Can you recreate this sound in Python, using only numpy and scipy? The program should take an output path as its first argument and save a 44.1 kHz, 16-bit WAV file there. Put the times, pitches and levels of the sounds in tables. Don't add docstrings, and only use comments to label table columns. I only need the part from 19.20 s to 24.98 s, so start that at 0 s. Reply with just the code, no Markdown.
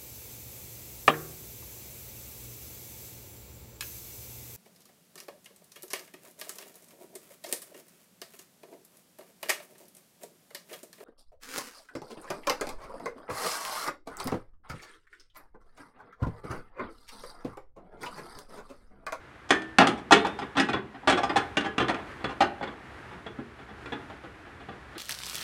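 import sys
import numpy as np
from scipy import signal
from scipy.fft import rfft, irfft
from scipy.io import wavfile
from scipy.ndimage import uniform_filter1d

SR = 44100
rng = np.random.default_rng(int(sys.argv[2]) if len(sys.argv) > 2 else 0)


def output_pcm(signal):
    pcm = np.clip(np.atleast_2d(signal).T, -1, 1) * 32767
    wavfile.write(sys.argv[1], SR, np.round(pcm).astype(np.int16))


N = 254898
RING_SIZE = 16384


def amp(db):
    return 10 ** (np.asarray(db) / 20)


def rms(x):
    return np.sqrt(np.mean(x ** 2, axis=-1, keepdims=True) + 1e-20)


def read(points, hz):
    f, value = np.transpose(points)
    return np.interp(np.log(hz + 1), np.log(f + 1), value)


def add(mix, start_s, sound):
    part = mix[max(round(start_s * SR), 0):][:len(sound)]
    part += sound[:len(part)]


def ring(hz, db, t60, size=RING_SIZE):
    t = np.arange(size) / SR
    decay = np.exp(-np.log(1000) * t / t60)
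    return amp(db) * decay * np.sin(2 * np.pi * hz * t)


def dying_noise(t60_points):
    hz, t, z = signal.stft(rng.standard_normal(RING_SIZE), SR, nperseg=256)
    t60 = read(t60_points, hz)[:, None]
    tail = signal.istft(z * amp(-60 * t / t60), SR)[1][:RING_SIZE]
    return tail / np.linalg.norm(tail)


def causal(gain):
    both_sides = np.concatenate([gain, gain[-2:0:-1]])
    log_gain = np.log(np.maximum(both_sides, 1e-9))
    return np.exp(np.conj(signal.hilbert(log_gain))[:len(gain)])


# pitch_hz [Hz], level_db [dB per Hz]
FAN_TONE = [(25, -38), (58, 6), (90, -8), (125, -2.5), (170, -15), (320, -7), (520, -14), (1250, -12.5),
            (1700, -11.5), (3000, -24), (6200, -37.5), (10500, -43), (12300, -50.5), (15500, -57)]
FAN_DB = -47.5


def fan(patchy_db=0.1, swell_db=2.2):
    hz, t, z = signal.stft(rng.standard_normal(N), SR, nperseg=2048, noverlap=1536)
    patches = uniform_filter1d(rng.standard_normal(z.shape), size=10, axis=1)
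    patches = uniform_filter1d(patches, size=16, axis=0)
    swell = uniform_filter1d(rng.standard_normal(len(t)), size=30)
    drift_db = patchy_db * patches / patches.std() + swell_db * swell / swell.std()
    z *= amp(read(FAN_TONE, hz)[:, None] + drift_db)
    air = signal.istft(z, SR, nperseg=2048, noverlap=1536)[1][:N]
    return amp(FAN_DB) * air / rms(air)


# pitch_hz [Hz], t60_s [s]
ROOM_DECAY = [(100, 0.63), (300, 0.53), (1000, 0.37), (3000, 0.3), (7000, 0.2), (14000, 0.33)]


def room(x, wet_db=-11, delay_s=0.012):
    out = np.zeros(N)
    answer = signal.fftconvolve(x, dying_noise(ROOM_DECAY))[:N]
    add(out, delay_s, amp(wet_db) * answer)
    return out


# start_s [s], pitch_hz [Hz], level_db [dB]
STANDOUT_NOTES = [(.306, 1779, -29), (.306, 321.7, -33.5), (.922, 3620, -40), (1.19, 5053, -40),
                  (1.37, 3400, -29), (1.398, 4970, -25.5), (1.532, 3400, -25.5), (1.925, 3360, -18.5),
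                  (2.034, 5053, -33), (2.095, 4930, -34), (2.37, 2793, -17.5), (2.582, 2767, -21),
                  (2.6, 3410, -30), (3.043, 3370, -31), (3.206, 787, -11.5), (3.412, 832, -21.5),
                  (3.474, 3445, -40), (4.066, 3370, -35), (4.189, 255, -24.5), (4.722, 3470, -31)]
LIES_FROM_S, FREE_T60_S, DAMPED_T60_S = 1.0, 0.71, 0.083
SPLIT = 0.0243


def tings(rise_s=0.00032, count=3):
    out = np.zeros(N)
    onset = 1 - np.exp(-np.arange(SR) / SR / rise_s)
    detunes = rng.uniform(-0.98, 1, (len(STANDOUT_NOTES), count))
    for (start_s, hz, db), detune in zip(STANDOUT_NOTES, detunes):
        if start_s < LIES_FROM_S:
            note = ring(hz, db, FREE_T60_S, size=SR)
        else:
            note = np.zeros(SR)
            for k, pitch in enumerate(hz * (1 + SPLIT * np.sort(detune))):
                note += (-1) ** k * ring(pitch, db, DAMPED_T60_S, size=SR)
            note /= np.sqrt(count)
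        add(out, start_s, onset * note)
    return out


# pitch_hz [Hz], level_db [dB per Hz]
CAVITY_TONE = [(30, -52), (90, -19.5), (170, -9.5), (300, -4), (420, -6), (560, -10.5), (1000, -8),
               (1400, -2), (3000, -14.5), (4100, -17), (4900, -22), (5500, -22.5), (9000, -29.5),
               (11500, -49), (15500, -77)]
# pitch_hz [Hz], t60_s [s]
CAVITY_DECAY = [(100, 0.23), (300, 0.25), (800, 0.22), (2000, 0.18), (5000, 0.099), (12000, 0.089)]


def cavity(hz, crack=0.72, crack_s=0.007, count=8):
    direct = 1 + crack * np.exp(-np.arange(RING_SIZE) / SR / crack_s)
    noises = rfft([direct * dying_noise(CAVITY_DECAY) for _ in range(count)])
    places = irfft(noises * causal(amp(read(CAVITY_TONE, hz))))
    return places / np.linalg.norm(places, axis=1, keepdims=True)


def contact(chatter_s, rebound=0.43, fade=0.77, grit=0.023, glancing_s=0.019, count=8):
    place = (np.arange(count) + rng.random(count)) / count
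    size = rng.uniform(-1.09, 1, count)
    length = chatter_s * SR + 1
    n = np.arange(RING_SIZE // 8)
    force = grit * rng.standard_normal(len(n)) * (n < length)
    rebounds = rebound * np.sqrt(length / SR / 0.014) * size * np.exp(-fade * place)
    np.add.at(force, np.minimum(place * length, len(n) - 1).astype(int), rebounds)
    force[0] = np.exp(-length / SR / glancing_s)
    return force


REGISTER_BORDERS = (560, 1100, 2200, 4500)


def registers(hz):
    below = [0 * hz]
    below += [1 / (1 + (hz / border) ** 12) for border in REGISTER_BORDERS]
    below += [1 + 0 * hz]
    return np.diff(below, axis=0)


def strength(parts, chatter_s, attack_s=0.0065, bass_attack_s=0.016):
    attacks_s = np.geomspace(bass_attack_s, attack_s, len(parts))
    lengths = (chatter_s + attacks_s) * SR
    return np.concatenate([rms(part[:int(length)]) for part, length in zip(parts, lengths)])


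THUMP_DB, CLINK_DB, TICK_DB = 0.74, -3.5, -17.5
CLINK_SHARE, THUMP_LOSS = 0.25, 0.38


def colour(hardness_db, knock_db):
    thump_db = THUMP_DB - THUMP_LOSS * hardness_db
    clink_db = CLINK_DB + CLINK_SHARE * hardness_db
    tick_db = TICK_DB + hardness_db
    return np.array([thump_db, knock_db, 0, clink_db, tick_db])


SNAP_HZ, SNAP_SHARE = 8340, 0.82


def snap(hz, hardness_db, hardest_db=7.0):
    octaves_above = np.log2(np.maximum(hz / SNAP_HZ, 1))
    return amp(SNAP_SHARE * min(hardness_db, hardest_db) * octaves_above)


NUDGE_FROM_S, NUDGE_TO_S, NUDGE_DB, NUDGE_SPREAD_DB = 0.7, 5.7, -57, 3
NUDGE_HARDNESS_DB, NUDGE_CHATTER_S = -7.5, 0.032


def nudges(count=16):
    when, size, hard, hollow = rng.uniform(-1, 1, (count, 4)).T
    share = (np.arange(count) + (when + 1) / 2) / count
    start_s = NUDGE_FROM_S + (NUDGE_TO_S - NUDGE_FROM_S) * share
    level_db = NUDGE_DB + NUDGE_SPREAD_DB * size
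    hardness_db = NUDGE_HARDNESS_DB + NUDGE_SPREAD_DB * hard
    knock_db = NUDGE_SPREAD_DB * hollow
    return list(zip(start_s, level_db, hardness_db, knock_db, np.full(count, NUDGE_CHATTER_S)))


# start_s [s], level_db [dB], hardness_db [dB], knock_db (hollow knock against clack) [dB], chatter_s [s]
TRAY_BLOWS = [(0.291, -48, 16, 2, 0.012), (0.306, -19.5, 8.0, -3, 0.0018), (0.419, -49, 12.5, 0, 0.0013),
              (0.5851, -16.5, 7, 0, 0.0043), (0.6, -23.0, -0.5, 5.5, 0.021), (0.671, -27.5, 10, 1, 0.0058),
              (0.688, -37.5, -24, -4, 0.01), (0.776, -54, 11, -2, 0.017), (0.909, -26.5, 6, 11.5, 0.013),
              (0.9214, -15.5, 7.5, -5.5, 0.012), (1.048, -35, -0.5, 9, 0.012), (1.067, -40, 11, 4, 0.0017),
              (1.189, -43.0, 5, 9, 0.011), (1.217, -40.5, -7, 1.5, 0.016), (1.353, -43, -5, 7, 0.018),
              (1.369, -27, 1.5, -3, 0.02), (1.398, -25.5, 7, -4, 0.008), (1.487, -34, 0, 1, 0.015),
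              (1.532, -31.5, -4, -2, 0.013), (1.562, -43, -10, 1.5, 0.017), (1.743, -53, -8, 6, 0.018),
              (1.83, -58.5, -20, 11.5, 0.019), (1.874, -24.5, 5.0, 3, 0.016),
              (1.897, -26.5, 8.5, -1.5, 0.016), (1.926, -28.5, 0, -2, 0.0041),
              (1.9739, -33.5, 4.5, 5.5, 0.016), (2.033, -34.5, 6.5, 10, 0.011),
              (2.094, -35.0, -4.5, 2.5, 0.018), (2.159, -32, 4.5, 11.5, 0.00613),
              (2.165, -29, 7.5, -1.5, 0.014), (2.3699, -26.5, 5.0, -5.0, 0.0072),
              (2.408, -36, 2.5, -6, 0.00081), (2.444, -37.0, -1.5, 2.5, 0.027),
              (2.5809, -27.5, 2.5, -6.5, 0.0033), (2.597, -30.5, -4, -2, 0.03),
              (2.645, -45.5, -2, 5, 0.0016), (2.683, -32, 3, 1.5, 0.002), (2.693, -32.5, 2, 5.5, 0.012),
              (2.7443, -37, 0.5, -12, 0.0024), (2.789, -53, -3, 9, 0.013), (3.043, -32.5, -1.5, -4, 0.0045),
              (3.088, -45, -1, 3.5, 0.038), (3.2054, -27.5, 3.5, 7.5, 0.019),
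              (3.41, -45.5, -12.5, 4, 0.0082), (3.428, -39.5, -3, 1.5, 0.014), (3.473, -46, -7, 2, 0.013),
              (4.064, -45.5, -6, 1.5, 0.011), (4.187, -49.5, -29.5, -0.5, 0.014),
              (4.659, -45, -0.5, -8.5, 0.0061), (4.721, -39.0, -7, -0.5, 0.014),
              (4.9, -52.5, -2.0, 6, 0.0089), (5.038, -50.5, -15, 0, 0.012), (5.4, -53.5, -5, 1.5, 0.024),
              (5.487, -46.5, -10, 2, 0.0084), (5.755, -48, -13, -22.5, 0.018)]
# pitch_hz [Hz], level_db [dB], t60_s [s]
TRAY_MODES = [(104.1, -18.5, .7), (126.5, -18, 0.64), (179.1, -10.5, 0.33), (204.5, -9, 0.4),
              (245.6, -3, 0.14), (276.1, -1, 0.21), (313, -25, 0.2), (384, -9, 0.16), (488, -17, 0.41),
              (656.4, -2, 0.16), (701.4, 5, 0.1), (794, 12.5, 0.085), (837.3, 4, 0.14), (1035, 1, 0.12),
              (1197, 8, 0.082), (1364, 3, 0.074), (1400, 3, 0.095), (1502, 2, 0.06), (1685, 3, 0.16),
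              (1930, -4, 0.16), (2386, -11.5, 0.1), (2780, -14, 0.075), (2865, -2, 0.094),
              (3118, -1.5, 0.075), (3420, 6, 0.052), (5070, -22, .1), (5053, -11, 0.11),
              (6240, -15.5, 0.11), (8250, -22, 0.06)]


def tray(modes_db=-2.5, scatter_db=2.5, trim_db=-0.84):
    hz = np.fft.rfftfreq(RING_SIZE, 1 / SR)
    modes = np.array([ring(*mode) for mode in TRAY_MODES])
    modes /= np.linalg.norm(modes)
    places, bands, out = cavity(hz), registers(hz), np.zeros(N)
    for start_s, blow_db, hardness_db, knock_db, chatter_s in TRAY_BLOWS + nudges():
        swing = rng.choice([-1, 1], len(modes))
        mode_gains = amp(modes_db + scatter_db * rng.standard_normal(len(modes)))
        glass = (swing * mode_gains) @ modes
        where = rng.standard_normal(len(places))
        steel = where @ places / np.linalg.norm(where)
        blow = rfft(glass + steel) * rfft(contact(chatter_s), RING_SIZE)
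        gains = amp(trim_db + blow_db + colour(hardness_db, knock_db))
        gains /= strength(irfft(bands * blow), chatter_s)
        tone = causal(gains @ bands * snap(hz, hardness_db))
        add(out, start_s, irfft(blow * tone))
    return out


def scene():
    knocks = tray() + tings()
    return (knocks + room(knocks) + fan())[None]


CEILING = 0.9
EDGE_HZ = 15650


def record(dry, low_cut_hz=45):
    high_pass = signal.butter(2, low_cut_hz, "high", fs=SR, output="sos")
    thinned = signal.sosfilt(high_pass, dry)
    capped = np.clip(thinned, -CEILING, CEILING)
    low_pass = signal.firwin(511, EDGE_HZ, window=("kaiser", 9), fs=SR)
    return signal.oaconvolve(capped, low_pass[None], "same")


dry = scene()
out = record(dry)
output_pcm(out)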